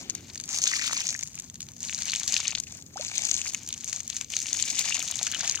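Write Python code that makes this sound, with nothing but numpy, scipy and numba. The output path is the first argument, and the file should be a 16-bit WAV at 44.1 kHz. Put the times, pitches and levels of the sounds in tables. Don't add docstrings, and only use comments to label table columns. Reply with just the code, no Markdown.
import sys
import numpy as np
from scipy import signal
from scipy.fft import rfft, irfft, next_fast_len
from scipy.io import wavfile
from scipy.ndimage import uniform_filter1d
from numba import njit

SR = 44100
rng = np.random.default_rng(int(sys.argv[2]) if len(sys.argv) > 2 else 0)


def transcribe(signal):
    frames = np.atleast_2d(signal).T
    limited = np.clip(frames, -1, 1)
    pcm = np.round(limited * 32767).astype(np.int16)
    wavfile.write(sys.argv[1], SR, pcm)


N = 246959


def undb(db):
    return 10 ** (np.asarray(db) / 20)


def level(x, db):
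    return np.asarray(x) * undb(db) / np.sqrt(np.mean(np.square(x)))


def over_time(s, table):
    return np.interp(s, *np.transpose(table))


def colour(x, points):
    hz, db = np.transpose(points)
    size = next_fast_len(N + SR)
    log_hz = np.log(np.fft.rfftfreq(size, 1 / SR) + 1)
    gain_db = np.interp(log_hz, np.log(hz), db)
    ceps = irfft(np.log(undb(gain_db)), size)
    ceps[1:size // 2] *= 2
    ceps[size // 2 + 1:] = 0
    return irfft(rfft(x, size) * np.exp(rfft(ceps)), size)[..., :N]


def walk(rate):
    k = int(SR / rate)
    steps = np.repeat(rng.standard_normal(N // k + 1), k)
    return uniform_filter1d(steps, k)[:N]


# frequency in Hz, relative density in dB per Hz.
TRAFFIC_SPECTRUM = [(18, -29), (40, -20), (52, -9), (68, -2.5), (100, -2.5), (150, 1), (230, -3),
                    (300, -13.5), (500, -31), (900, -45.5), (1400, -44.5)]
TRAFFIC_DB = -54


def traffic():
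    mid, side = colour(rng.standard_normal((2, N)), TRAFFIC_SPECTRUM)
    side = undb(-10.0) * colour(side, [(30, 1), (60, -8), (100, -8), (250, 1.0), (700, 21.0)])
    waver = undb(1.43 * walk(2.29))
    return level(waver * np.array([mid + side, mid - side]), TRAFFIC_DB)


# time in seconds, level in dB.
UPPER_SWELL = [(0, -54), (.2, -55), (.35, -61), (1.0, -60), (1.3, -67.5), (2.6, -63), (3.4, -60.5),
               (4.15, -66.5), (4.74, -58), (5.1, -64.5), (5.6, -59)]


def upper_rumble():
    band = [(150, -45.0), (270, 4.0), (400, -4.5), (560, -13), (1200, -41.0)]  # Hz, dB
    mid, side = colour(rng.standard_normal((2, N)), band)
    swell_db = over_time(np.arange(N) / SR, UPPER_SWELL)
    return level([mid + 0.12 * side, mid - 0.43 * side], 0) * undb(swell_db)


# frequency in Hz, bandwidth in Hz, rms level in dB.
MACHINE_HUM = [(85.1, 8.2, -60.5), (238.4, 14, -64.5), (511, 6, -77.5)]


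def machine_hum():
    out = np.zeros((2, N))
    for hz, width, db in MACHINE_HUM:
        resonance = signal.iirpeak(hz, hz / width, fs=SR)
        mid, side = signal.lfilter(*resonance, rng.standard_normal((2, N)))
        out = out + level([mid + 0.12 * side, mid - 0.11 * side], db)
    return out


@njit
def rings(n, start, lag, hz, cycles, glide, left, right):
    out = np.zeros((2, n + 64))
    for k in range(len(start)):
        span = cycles[k] * 44100. / hz[k]
        for c in range(2):
            t0 = max(start[k] + c * lag[k], 0.)
            i0 = int(t0) + 1
            g = left[k] if c == 0 else right[k]
            for i in range(i0, min(i0 + int(1.6 * span) + 1, n)):
                u = (i - t0) / span
                turns = cycles[k] * u * (1 + .35 * glide[k] * u)
                out[c, i] += g * min(turns, 1.) * np.exp(-3 * u * u) * np.sin(2 * np.pi * turns)
    return out[:, :n]


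# time in seconds, delay of the right port in ms.
LANDING_DELAY = [(0, 0.15), (.6, -.18), (1.0, -0.19), (1.3, -0.076), (2.4, -0.012), (2.7, 0.097),
                 (3.3, 0.15), (3.7, -0.04), (4.2, -0.031), (4.8, 0.051), (5.6, -0.075)]


def play(s, db, hz, cycles, glide, pan_db, scatter_ms=.025):
    one = np.ones(len(s))
    lag_ms = over_time(s, LANDING_DELAY) + scatter_ms * rng.standard_normal(len(s))
    left = undb(db + pan_db / 2) * one
    right = undb(db - pan_db / 2) * one
    cycles = np.maximum(cycles, .3) * one
    return rings(N, s * SR, lag_ms * SR / 1000, hz * one, cycles, glide * one, left, right)


# time in seconds, level of the spray in dB, level of the small air pockets in dB re the spray.
SURGES = [(0, -35.5, -2), (.06, -46, 3), (.46, -44, -2), (.53, -24.5, -7), (.64, -24.5, -7),
          (.68, -23.5, 2), (1.09, -28, 0.5), (1.17, -34, -9), (1.32, -42, -9.5), (1.43, -42.5, -5.5),
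          (1.55, -50, -8.5), (1.79, -44, -11.5), (1.85, -31, -12), (2.06, -33, 3), (2.15, -27.5, -5.5),
          (2.39, -25, 0), (2.5, -38.5, 9), (2.62, -38, -6), (2.7, -37, -4.5), (2.78, -40.5, -8),
          (2.89, -51, -10), (2.95, -46.5, 1), (2.98, -38.5, -1), (3.005, -35.5, 0.5), (3.06, -29.5, -0.5),
          (3.12, -34, 2.5), (3.18, -25, -1), (3.36, -27.5, -6.5), (3.48, -26, -8), (3.57, -38, -6.5),
          (3.65, -44, -2.5), (3.78, -40.5, -7.5), (3.89, -30, -9.5), (3.96, -29, -6.5), (4.048, -44, -1.5),
          (4.158, -32, -6.5), (4.22, -37, -3), (4.28, -45, -2.5), (4.33, -29, -2.5), (4.45, -33.5, -4),
          (4.62, -23.5, -6.5), (4.9, -25.5, 3), (5.05, -31.5, -2), (5.1, -32, -4), (5.25, -26.5, -5.5),
          (5.3, -30.5, 1), (5.35, -33, 4.5), (5.44, -29.5, 4.5), (5.6, -33, 2)]


def flow(s):
    t, spray_db, air_db = np.transpose(SURGES)
    return np.interp(s, t, spray_db), np.interp(s, t, spray_db + air_db)


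def swarm(count, lo_hz, hi_hz, cycles, spread_db, clumps):
    c = rng.random((count, 6)).T
    s = c[0] * N / SR
    db = -spread_db * np.log(1 - c[1]) + clumps[(c[0] * N).astype(int)]
    db = np.minimum(db, 11 * np.tanh(db / 11))
    hz = lo_hz * (hi_hz / lo_hz) ** c[2]
    grains = play(s, db, hz, cycles * (.5 + c[3]), .5 * c[4], 19.0 * (c[5] - .5))
    return level(grains, 0)


# time in seconds, level in dB re the small ones.
PUDDLE_LEVEL = [(0, -0.5), (.45, 0), (.62, -6), (.72, -16.5), (.85, -15), (1.0, -9.5), (1.2, -4), (1.7, 8),
                (2.1, -12), (2.5, -10), (2.9, 8), (3.1, -10.5), (3.7, 0), (4.35, -8), (4.8, -11.5),
                (5.0, -5.5), (5.6, -5.5)]


def stream():
    s = np.arange(N) / SR
    spray_db, small_db = flow(s)
    large_db = small_db + over_time(s, PUDDLE_LEVEL)
    clumps = 1.5 * walk(35) + 3.0 * walk(110) + 1.7 * walk(250)
    spray = swarm(count=22000, lo_hz=4240, hi_hz=17100, cycles=2.3, spread_db=2.0,
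                  clumps=clumps + 3.3 * walk(60))
    small = swarm(count=8000, lo_hz=2033, hi_hz=5300, cycles=4.7, spread_db=1.0,
                  clumps=clumps + 1.7 * walk(60))
    large = swarm(count=6000, lo_hz=567, hi_hz=2300, cycles=3.95, spread_db=3.0,
                  clumps=1.7 * clumps + 4.4 * walk(40))
    return undb(spray_db) * spray + undb(small_db) * small + undb(large_db) * large


GURGLES, GURGLE_DB, GURGLE_RANGE_DB, GURGLE_DB_PER_OCTAVE = 340, 2, 10, 3.5


def gurgles():
    c = rng.random((GURGLES, 4)).T
    s = c[0] * N / SR
    octaves = 2.43 * c[1]
    db = flow(s)[1] + GURGLE_DB + GURGLE_DB_PER_OCTAVE * octaves - GURGLE_RANGE_DB * c[3]
    cycles = (4.5 + 3.7 * octaves) * 2.0 ** c[2]
    return np.array([s, db, 900 * 2 ** octaves, cycles])


# start in seconds, level in dB, pitch in Hz, length in cycles.
PITCHED_BURSTS = [(0.1514, -10, 3180, 1.7), (.3006, -16, 4350, 5.5), (0.357, -20, 1880, 5.2),
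                  (.377, -16, 4600, 10), (.4, -0.5, 4000, 1.66), (0.4387, -21, 4530, 18),
                  (.638, -5, 4300, 2.9), (.6711, -5, 3580, 9.3), (.669, -13.5, 1540, 8.1),
                  (0.7143, -16.5, 1200, 10), (.736, -0.5, 1950, 8.6), (0.7716, -19.5, 1180, 10),
                  (0.814, -5, 2390, 5.7), (.8194, -12.5, 1380, 5.8), (0.8414, -14, 3490, 13),
                  (0.8428, -12.5, 1410, 5.7), (0.8777, -13.5, 1320, 4), (0.9114, -7, 1920, 3.5),
                  (.794, -10.5, 1880, 15), (0.8197, -6, 1960, 3.1), (.8774, -9, 3500, 15),
                  (.896, -8.5, 1250, 4.3), (0.9096, 0.5, 1230, 2), (0.9306, 3, 1160, 1.84),
                  (0.9676, -5, 4600, 7.2), (1.0897, 7, 3700, 1.5), (1.1496, -9.5, 1860, 8.3),
                  (1.2285, -13, 2230, 5.7), (1.378, -20.5, 2600, 7.5), (1.499, -15.5, 3220, 1.9),
                  (1.556, -22, 3800, 4.8), (1.6057, -4, 3600, 1.8), (1.6876, -6.5, 3800, 1.54),
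                  (1.842, -12.5, 2970, 4), (1.896, -0.5, 2500, 2.5), (1.9277, -0.5, 2700, 2.2),
                  (2.021, -7.5, 4600, 6.1), (2.0822, -5, 3940, 3.9), (2.098, -4.5, 4330, 9.4),
                  (2.119, -6, 4020, 6.8), (2.1345, 4.5, 2650, 2.5), (2.151, -1.5, 3370, 4),
                  (2.233, -15, 3340, 16), (2.278, -4, 4700, 9.6), (2.3414, 0, 4500, 4.6),
                  (2.3653, 1, 2670, 9.1), (2.402, -7.5, 1140, 2.1), (2.4541, -4.5, 2640, 6.4),
                  (2.4715, -5, 4000, 6.9), (2.5225, -10.5, 2580, 6.9), (2.5517, 7.5, 3530, 2.8),
                  (2.5757, 6, 2540, 0.96), (2.5825, -7, 4270, 4.8), (2.6698, -19, 2660, 8.4),
                  (3.117, -4, 1210, 1.4), (3.1744, -4, 3600, 4.5), (3.291, -12, 2720, 6.4),
                  (3.392, -2.5, 2470, 1.5), (3.4157, -9.5, 2650, 7.8), (3.466, -9, 2370, 5.4),
                  (3.474, -14, 4580, 12), (3.5467, -1, 2660, 3.2), (3.6892, -14.5, 3020, 6.9),
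                  (3.706, -10, 3540, 3.9), (3.727, -11.5, 3470, 6.3), (3.7442, -16.5, 2960, 6),
                  (3.9286, -3.5, 4290, 3), (3.9283, -14, 1200, 1.9), (4.1006, -3, 3740, 2.9),
                  (4.129, -7.5, 3600, 3.2), (4.212, -5.5, 1260, 1.44), (4.212, 2, 2570, 1.8),
                  (4.338, -3, 2850, 4.8), (4.3669, 5.5, 3650, 1.64), (4.485, -4, 3100, 2.8),
                  (4.529, -5, 4070, 3.6), (4.549, 6.5, 2520, 1.1), (4.592, -4.5, 3080, 3.2),
                  (4.599, 0, 3120, 3.3), (4.639, -2.5, 3100, 2.7), (4.686, -16, 4000, 7.4),
                  (4.7765, -8, 2780, 3), (4.788, 2.5, 3300, 2.8), (4.859, -12.5, 840, 3.5),
                  (4.923, -5, 2720, 20), (4.907, -4.5, 1380, 1.8), (4.946, -12, 2700, 20),
                  (4.975, -11.5, 1230, 2.9), (5.0038, -2, 3140, 3.1), (5.0179, -7.5, 2670, 5.4),
                  (5.0283, -20.5, 1290, 7.3), (5.3226, -8, 3900, 4.7), (5.348, -11, 1640, 5),
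                  (5.351, -10, 2900, 25), (5.446, -11, 3300, 12), (5.589, -13.5, 1220, 4.3),
                  (5.0812, -6.5, 3420, 4.3), (5.1239, -6.5, 3420, 4.1), (5.191, -5, 3760, 8),
                  (5.212, -11.5, 740, 4.5), (5.213, -4, 1900, 1.4), (0.097, -13, 4300, 0.91),
                  (.043, -28, 3100, 15), (5.269, -10, 1420, 5.2), (5.2704, -2.5, 2800, 3.7),
                  (5.3473, -4.5, 3120, 6.2), (5.412, -0.5, 4300, 3.2), (5.4352, -0.5, 1090, 1.34),
                  (5.546, -3, 2250, 2.4), (.5374, -14.5, 2000, 5.3), (.702, -16, 3940, 7),
                  (0.7156, -9, 1870, 7.6), (.7271, -15, 1900, 6), (0.7455, -21, 1300, 3.7),
                  (.7591, -11, 4390, 7), (.7601, -16, 1500, 4.5), (.7941, -7, 4550, 7),
                  (0.8268, -8, 1880, 4.8), (.8666, -15, 3470, 6), (.9296, -9, 3970, 5.2),
                  (0.9704, -15, 1080, 4.4), (0.995, -15, 1900, 5.4), (1.886, -12, 4100, 7.7),
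                  (1.981, -14, 4150, 12), (2.0884, -11, 2780, 6.4), (2.164, -17, 2430, 11),
                  (2.2953, -13, 3850, 10), (2.3145, -15, 2460, 5), (2.3809, -9, 3970, 8.5),
                  (2.5074, -12, 4380, 7.8), (3.0112, -13, 4260, 13), (3.047, -17, 2500, 4),
                  (3.0819, -10.5, 4700, 8.9), (3.0992, -19, 4330, 7), (3.1155, -11, 2330, 4.8),
                  (3.3744, -12, 3320, 6.8), (3.5356, -26, 4370, 5.5), (3.9704, -21, 3940, 6),
                  (4.3549, -14, 4480, 7), (4.4016, -18, 4000, 6), (4.4176, -18, 4440, 5),
                  (4.4582, -11, 2690, 5.2), (4.507, -17, 4270, 7.6), (4.6153, -11, 2950, 5),
                  (4.8426, -17, 4050, 6.5), (4.889, -12, 2900, 6), (4.968, -10.5, 2340, 6.1),
                  (4.9797, -12, 3940, 6), (5.068, -14, 3200, 3.7), (5.0999, -12, 4150, 6),
                  (5.1406, -10, 3050, 6), (5.2566, -17, 3510, 6), (5.3164, -10.5, 3000, 6.7),
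                  (5.3391, -7.5, 3070, 8), (5.3349, -13, 1590, 6.1), (5.4075, -12, 1550, 5),
                  (5.4295, -20, 1320, 3.7), (5.4425, -11, 1720, 4.5), (5.5707, -16, 1630, 5),
                  (5.575, -12, 2920, 11)]
NEIGHBOUR_S, NEIGHBOUR_DB, NEIGHBOUR_OCTAVES = .012, -7.5, 0.71


def pitched_bursts():
    s, db, hz, cycles = np.hstack([np.transpose(PITCHED_BURSTS), gurgles()])
    c = rng.random((len(s), 3, 3))
    beside_s = s[:, None] + NEIGHBOUR_S * (c[..., 0] - 0.3)
    beside_db = db[:, None] + NEIGHBOUR_DB - 3.5 * c[..., 1]
    beside_hz = hz[:, None] * 2 ** (NEIGHBOUR_OCTAVES * (c[..., 2] - 0.4))
    beside = play(beside_s.ravel(), beside_db.ravel(), beside_hz.ravel(), np.repeat(0.6 * cycles, 3), 0.19, 0)
    return play(s, db, hz, cycles, 0.052, 0) + beside


# start in seconds, level in dB, starting pitch in Hz,
# length in cycles of that pitch, glide (over the length the pitch rises by 0.7 times this share).
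AIR_GULPS = [(2.958, -15, 730, 19, 0.58), (2.974, -16, 1110, 13.5, 1), (2.994, -14.5, 514, 15, 0.78),
             (3.022, -27, 860, 21, 0.4), (3.229, -30, 800, 36, 0.2), (2.931, -47, 4470, 150, .22),
             (2.972, -33, 5100, 150, .15)]
GULP_FLUTTER_DB = 1.2


def gulps():
    s, db, hz, cycles, glide = np.transpose(AIR_GULPS)
    return play(s, db, hz, cycles, glide, 0) * undb(GULP_FLUTTER_DB * walk(300))


# start in seconds, level in dB, centre frequency in Hz.
SHORT_CONTACTS = [(0.0454, -25, 2300), (0.059, -28, 11900), (0.0983, -21, 4100), (0.1515, -10, 2320),
                  (0.1634, -28, 4100), (0.1634, -19, 9000), (0.208, -27, 11900), (0.246, -24, 5300),
                  (0.2846, -19.5, 3000), (0.2876, -26.5, 6800), (0.2902, -21, 2300), (0.3008, -16.5, 2300),
                  (0.3258, -28, 6800), (0.3496, -29, 6800), (0.357, -13, 4100), (0.4001, -25, 1000),
                  (0.4155, -19, 4100), (0.4204, -20, 6800), (0.4396, -15, 2290), (0.4899, -17, 1000),
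                  (0.491, -9, 3000), (0.5035, -25, 11900), (0.5036, -20, 4100), (0.5039, -15, 1000),
                  (0.5223, -15, 2300), (0.528, -14, 1000), (0.5293, -12, 11900), (0.5443, -13, 4100),
                  (0.6391, -4, 3000), (0.6487, -13, 11900), (0.6599, -6, 4100), (0.6705, -14, 6800),
                  (0.6979, -8, 4100), (0.8201, -5.5, 4100), (0.8543, -8, 11900), (0.8778, -9, 11900),
                  (0.895, -4, 2300), (0.8991, -7.5, 4100), (1.015, -4, 2300), (1.0402, -10, 11900),
                  (1.0791, -6, 9000), (1.095, -22, 1000), (1.096, 1, 5300), (1.128, -8, 2300),
                  (1.1494, -15, 5300), (1.1778, -12, 9000), (1.1959, -11, 2310), (1.212, -18, 2300),
                  (1.212, -14, 11900), (1.2216, -15, 11900), (1.2598, -22, 2300), (1.2906, -28, 6800),
                  (1.3024, -25, 2300), (1.3067, -27, 6800), (1.333, -27, 6800), (1.338, -27, 6800),
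                  (1.3442, -18, 2300), (1.3776, -25, 1000), (1.378, -14, 4100), (1.4026, -15, 11900),
                  (1.405, -29, 6800), (1.4241, -17, 11900), (1.4688, -34, 4100), (1.4691, -25, 11900),
                  (1.543, -25, 11900), (1.5613, -33, 6800), (1.6126, -30, 11900), (1.6679, -27, 2300),
                  (1.6864, -31, 1000), (1.7237, -33, 6800), (1.7668, -22, 4100), (1.7986, -27, 4100),
                  (1.8181, -25, 2300), (1.8227, -21, 9000), (1.8395, -10, 4100), (1.8422, -21, 6800),
                  (1.8865, -16, 2300), (1.8881, -22, 11900), (1.8957, -18, 11900), (1.927, -18, 4100),
                  (1.9319, -18, 1010), (1.9779, -4, 9000), (1.9876, -14, 1500), (2.02, -17, 1500),
                  (2.0287, -23, 1000), (2.0447, -15, 11900), (2.0886, -19, 6800), (2.0949, -17, 6800),
                  (2.1013, -27, 11900), (2.1226, -8, 4100), (2.1505, 1, 9000), (2.1776, -14, 6800),
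                  (2.1821, -9, 4100), (2.1986, -9, 4100), (2.1988, -13, 11900), (2.2166, -15, 1000),
                  (2.2249, -17, 5300), (2.2341, -14, 11900), (2.2392, -13, 1500), (2.3319, -12, 1000),
                  (2.3321, -4, 11900), (2.366, 8, 4000), (2.39, -5, 3000), (2.3969, -7, 6800),
                  (2.3967, -10, 1000), (2.4282, -17, 1000), (2.4575, -6, 5300), (2.4842, -14, 11900),
                  (2.4959, -11, 2300), (2.5235, -15, 1000), (2.53, -9.5, 1010), (2.5883, -25, 1000),
                  (2.601, -29, 2300), (2.6351, -23, 4100), (2.6704, -27, 6800), (2.724, -22, 1000),
                  (2.7678, -33, 6800), (2.7976, -25, 11900), (2.9293, -31, 6800), (2.9707, -13, 4100),
                  (3.0111, -11, 2300), (3.026, -18, 4100), (3.087, -4, 9000), (3.0983, -11, 1500),
                  (3.0996, -19, 11900), (3.165, -12, 4100), (3.2521, -15, 1010), (3.2894, -10, 1500),
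                  (3.3691, -12, 6800), (3.4335, -20, 11900), (3.4418, -26, 11900), (3.4531, -22, 1000),
                  (3.4576, -8, 1500), (3.473, -16, 1500), (3.5355, -17, 990), (3.5357, -11, 3000),
                  (3.5746, -23, 6800), (3.62, -25, 2300), (3.6214, -26, 11900), (3.628, -22, 11900),
                  (3.6635, -31, 4100), (3.6636, -23, 11900), (3.6776, -29, 1000), (3.6893, -27, 1000),
                  (3.6998, -27, 1500), (3.7067, -18, 9000), (3.7448, -7, 9000), (3.7737, -25, 1000),
                  (3.78, -17, 6800), (3.7943, -25, 4100), (3.8133, -13, 4100), (3.813, -21, 11900),
                  (3.8148, -20, 6800), (3.8381, -9, 3000), (3.8444, -12, 11900), (3.8447, -21, 2300),
                  (3.878, -16, 11900), (3.8939, -20, 11900), (3.9291, -5.5, 2300), (3.93, -12, 6800),
                  (3.9445, -16, 4600), (3.957, -15, 11900), (3.9707, -18, 9000), (3.9715, -20, 1500),
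                  (4.0037, -19, 1500), (4.0094, -14, 6800), (4.011, -22, 11900), (4.0244, -23, 5300),
                  (4.025, -28, 1000), (4.0903, -24, 6800), (4.0939, -14, 11900), (4.0946, -17, 4100),
                  (4.0964, -20, 2300), (4.1513, -22, 2300), (4.1585, -10, 4100), (4.212, -13, 6800),
                  (4.2222, -23, 2300), (4.2244, -19, 6800), (4.2357, -18, 2300), (4.2842, -22, 4100),
                  (4.305, -13, 4100), (4.31, -14, 5300), (4.3155, -29, 2300), (4.3382, -15, 11900),
                  (4.3403, -18, 6800), (4.3465, -18, 11900), (4.3577, -16, 11900), (4.4177, -2, 4080),
                  (4.4575, -17.5, 980), (4.469, -11, 2300), (4.4812, -7, 9000), (4.5066, -10, 2300),
                  (4.5067, -18, 11900), (4.5374, -16, 6800), (4.544, -11, 1500), (4.55, -10, 6800),
                  (4.5732, -15, 1000), (4.6381, -15, 1000), (4.6398, -13, 11900), (4.675, -17, 980),
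                  (4.6764, -13, 4100), (4.6809, -13, 6800), (4.688, -20, 2300), (4.6925, -10, 11900),
                  (4.7617, -10, 9000), (4.7927, -22, 1010), (4.7929, 3, 4130), (4.799, -19, 1010),
                  (4.798, -5, 11900), (4.8549, -19, 6800), (4.8865, -2, 2300), (4.8902, -9, 6800),
                  (4.8951, -6, 11900), (4.9088, -9, 6800), (4.9537, -10, 1000), (4.9945, -8, 11900),
                  (5.0042, -16, 6800), (5.0676, -19, 1000), (5.076, -14, 11900), (5.103, -12, 1020),
                  (5.1155, 8, 11900), (5.124, -13, 1000), (5.1528, -19, 11900), (5.1873, -1, 11900),
                  (5.2472, -15, 11900), (5.3228, 5, 11900), (5.379, -6, 4100), (5.5481, -17, 11900),
                  (5.5577, -14, 6800), (5.5717, -15, 11900)]
CONTACT_CYCLES, CONTACT_PAN_SCATTER_DB = 1.96, 2.5


def contacts():
    s, db, hz = np.transpose(SHORT_CONTACTS)
    pan_db = CONTACT_PAN_SCATTER_DB * rng.standard_normal(len(s))
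    return play(s, db, hz, CONTACT_CYCLES, 0, pan_db)


PATTER, PATTER_DB, PATTER_RANGE_DB = 300, 11, 7


def patter():
    c = rng.random((PATTER, 3)).T
    s = c[0] * N / SR
    db = flow(s)[0] + PATTER_DB - PATTER_RANGE_DB * c[1]
    return np.array([s, db, -14.0 + 13.0 * c[2]])


# start in seconds, drop level in dB, treble snap in dB re the drop.
BIG_DROPS = [(0.0987, -1, -1), (0.1052, -8, -9), (0.151, -5, 9), (0.2084, -25, 8), (.335, -17.5, 8),
             (0.347, -14, 1), (0.357, -6, -2), (0.3779, -12, 3), (0.401, -9, 8), (0.412, -10.5, 3),
             (0.4393, -11, 3), (0.458, -21, 18), (0.478, -14, 1), (0.4913, -7, 4), (0.503, -20, -1),
             (0.53, -5, 1), (0.545, -4.5, -2), (0.5624, 0, -8), (.587, 3, 2), (0.6184, 0, 1),
             (0.6397, 7, -17), (0.6573, 2, -9), (0.6767, 4.5, 3), (.701, -12, -12), (0.716, -3, -9),
             (0.731, -6, -10), (0.741, -9, 11), (0.7683, -10, -5), (0.8653, -11, 16), (.8788, -6, 9),
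             (0.932, 2, 4), (.9443, -9, 10), (0.959, -13, 13.5), (0.967, -8, -6), (0.977, 0, 2),
             (1.018, -4.5, -17), (1.0694, 3.5, -5), (1.08, -3.5, -4), (1.0908, 0.5, -17), (1.106, -2, -5),
             (1.1272, -10, 13), (1.144, -5, -8), (1.163, -11, 8), (1.192, -6.5, -1), (1.21, -9, 7),
             (1.229, -6, -4), (1.2341, -3.5, -2), (1.2835, -20, -4), (1.422, -19, -5), (1.543, -17, 6),
             (1.736, -21, -5), (1.782, -24, 3), (1.275, -10.5, 8), (1.3323, -18, -8), (1.355, -15, 12),
             (1.389, -9, -2), (1.3995, -3.5, 4), (1.4998, -12.5, -11), (1.557, -12, -9),
             (1.6068, -11.5, 14.5), (1.6193, -12, -8), (1.6288, -9.5, -8), (1.667, -23, -8),
             (1.6874, -24, 15), (1.719, -21.5, 12), (1.7662, -16.5, -4), (1.8058, -10, 0), (1.8305, -3, -4),
             (1.896, -7.5, -10), (1.947, -2.5, -15), (1.9887, -3.5, -12), (2.021, 0, -20), (2.056, -7, 10),
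             (2.082, -6, -4), (2.1077, -2.5, -7), (2.12, -6, 5), (2.1386, -1, -4), (2.16, 0.5, -8),
             (2.199, -4, 4), (2.233, -3.5, -3), (2.2793, 4, 3.5), (2.3238, 2.5, 0), (2.3419, 5, -1),
             (2.37, -10, 5), (2.4029, 1.5, -13), (2.48, 5, -18), (2.5067, -6, -5), (2.5152, -10, -9),
             (2.55, -8, -7), (2.585, -5.5, -23), (2.6008, -4, 8), (2.637, -8, -2), (2.686, -25, 8),
             (2.724, -13, 6), (2.813, -21, -5), (2.772, -23.5, 19), (2.824, -17, -14), (2.8645, -21, 5),
             (2.971, -9.5, -13), (3.011, -11.5, -14), (3.049, -6, -15), (3.0616, -10, -15),
             (3.069, -11, -17), (3.1805, 0, -5), (3.22, -2.5, -15), (3.252, 4.5, -18), (3.2882, -2, -8),
             (3.3139, 5, -18), (3.3421, 5, -19), (3.351, -5, -10), (3.366, -4, -12), (3.4164, -4, -14),
             (3.4746, -5, -12), (3.5201, -19, -3), (3.536, -14, 15.5), (3.5468, 0, 4), (3.633, -17, 11),
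             (3.676, -8, 2), (3.69, -7, 14.5), (3.7275, -2, 2), (3.74, -7, -11), (3.7781, -9.5, 1),
             (3.809, -12.5, 3), (3.8447, -8, 11.5), (3.8972, -7, 3), (3.93, -2, -1), (3.962, -3, -7),
             (4.0045, -6, 1), (4.0784, -8.5, 10), (4.1007, -3, 2), (4.167, 1, -2), (4.2119, -2.5, 4),
             (4.246, -10.5, -11), (4.303, -8.5, 8), (4.3209, -8.5, 8), (4.367, 2.5, -3), (4.39, -2, 0),
             (4.4273, -7, 8), (4.468, -2.5, -3), (4.4892, -7, -8), (4.5306, 0, -6), (4.542, -5, 7),
             (4.6254, 3, -11), (4.6814, -21, 3), (4.703, 0, 6), (4.7548, -4, -10), (4.7925, 0.5, 12.5),
             (4.8952, -4, 8), (4.945, -0.5, -3), (5.027, -5.5, 13.5), (5.086, -4, -1), (5.1123, -5.5, 14),
             (5.157, -1.5, 2), (5.23, 3, 2), (5.268, 2.5, -4), (5.3163, -5.5, 15), (5.347, -4, 5.5),
             (5.371, -8, -9), (5.394, -8.5, -3), (5.408, -4, -7), (5.4453, -5.5, -1), (5.477, 2.5, -20),
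             (5.4966, 5.5, -23), (5.5122, -4, -17), (5.552, -1, -21), (0.522, -12, -5), (1.005, -3, 2),
             (1.345, -14, -7), (1.821, -15, -5), (1.85, -7.5, -9), (1.9341, -6.5, -5), (2.0332, -6, -5),
             (2.1688, -5, -5), (2.5759, -19, -5), (2.75, -15.5, -5), (2.8003, -29, -5), (2.9085, -38, -5),
             (2.942, -22.5, -7), (3.021, -14, -9), (3.098, -19, -1), (3.1547, -9, 3), (3.295, -3, -5),
             (3.5057, -13, 4), (3.664, -13, -3), (3.7064, -18, -5), (3.878, -7, -5), (4.0326, -14, 5),
             (4.191, -21, -5), (4.4027, -4, -3), (4.418, -4, 2), (4.4577, -13, 0), (4.691, -19, -5),
             (4.7228, -17, -5), (4.9236, -12, -5), (4.9512, -0.5, 2), (4.9683, -3.5, -3), (4.994, -6.5, 12),
             (5.0776, -6.5, 4), (5.2775, -7, -5), (5.323, -10, -2), (5.522, -3, -12), (5.5571, 0, -5)]
# time in seconds, pitch in Hz.
DROP_PITCH = [(0, 6400), (.5, 6140), (.7, 5660), (1.1, 5650), (1.4, 6670), (2.2, 6430), (2.9, 6800),
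              (3.5, 6570), (4.2, 6700), (5.6, 6500)]
TICK_SCATTER = 0.05
PAN_DB, PAN_DB_PER_MS, PAN_SCATTER_DB = -0.5, 16, 2.5


def drops(count=10):
    s, db, snap_db = np.hstack([np.transpose(BIG_DROPS), patter()])
    g = rng.standard_normal((len(s), 2)).T
    hz = over_time(s, DROP_PITCH) * (1 + TICK_SCATTER * g[0])
    pan_db = PAN_DB + PAN_DB_PER_MS * over_time(s, LANDING_DELAY) + PAN_SCATTER_DB * g[1]
    tick = play(s, db - 3.0, hz, 4.0, 0, pan_db)

    c = rng.random((len(s), count, 3))
    side_of_tick = np.where(np.arange(count) % 3 == 0, -0.35, 1)
    after = -0.0022 * np.log(1 - c[..., 0]) * side_of_tick
    droplet_s = s[:, None] + after
    droplet_db = db[:, None] - 2.0 - 900 * abs(after) - 2.8 * c[..., 1]
    droplet_hz = 3400 * 2.7 ** c[..., 2]
    droplets = play(droplet_s.ravel(), droplet_db.ravel(), droplet_hz.ravel(), 1.425, 0, np.repeat(pan_db, count))

    bead_s = s[:, None] + 0.00256 * (c[:, :4, 2] - 0.6)
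    bead_hz = 9300 * 1.48 ** c[:, :4, 1]
    bead_db = np.repeat(db + snap_db - 6.0, 4)
    snap = play(bead_s.ravel(), bead_db, bead_hz.ravel(), 2.47, 0, np.repeat(pan_db, 4))

    pat_hz = 600 * 2.9 ** rng.random(len(s))
    pat = play(s, db - 16.0, pat_hz, 0.67, 0, pan_db)
    return tick + snap + pat + droplets


SCATTER_DB, SCATTER_T60_S = -15, .03


def scatter(x):
    t = np.arange(2048) / SR
    tail = rng.standard_normal(len(t)) * 1000. ** (-t / SCATTER_T60_S)
    tail = undb(SCATTER_DB) * tail / np.sqrt(np.sum(tail ** 2))
    return x + signal.fftconvolve(x, tail[None], axes=1)[:, :N]


# frequency in Hz, gain in dB.
PORT_RESPONSE = [(200, -32.5), (450, -20.5), (1000, -18.5), (2100, -14.5), (2800, -14), (4800, -11),
                 (5700, -8), (6500, -1), (7300, -7), (9000, -15), (12500, -24.5), (16000, -22.5)]
# frequency in Hz, left minus right in dB.
PORT_FACING = [(500, 1), (800, -3), (1300, 6), (2400, 7.5), (4400, 6), (8000, 8), (12000, 0.5)]


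def ports(x):
    x = colour(x, PORT_RESPONSE)
    hz, db = np.transpose(PORT_FACING)
    left = colour(x[0], np.transpose([hz, db / 2]))
    right = colour(x[1], np.transpose([hz, -db / 2]))
    return np.array([left, right])


def scene():
    background = traffic() + upper_rumble() + machine_hum()
    water = stream() + pitched_bursts() + gulps() + contacts() + drops()
    return background + ports(scatter(water))


WHINE_HZ, WHINE_DB, HISS_DB, TOP_HZ = 12004, -73, -68, 15900


def record(dry):
    whine_hz = WHINE_HZ + 4.4 * walk(14)
    whine = np.sqrt(2) * undb(WHINE_DB) * np.sin(2 * np.pi * np.cumsum(whine_hz) / SR)
    hiss = undb(HISS_DB) * rng.standard_normal(dry.shape)
    top_cut = signal.ellip(8, .2, 60, TOP_HZ, fs=SR, output="sos")
    return signal.sosfilt(top_cut, dry + whine + hiss)


dry = scene()
out = record(dry)
transcribe(out)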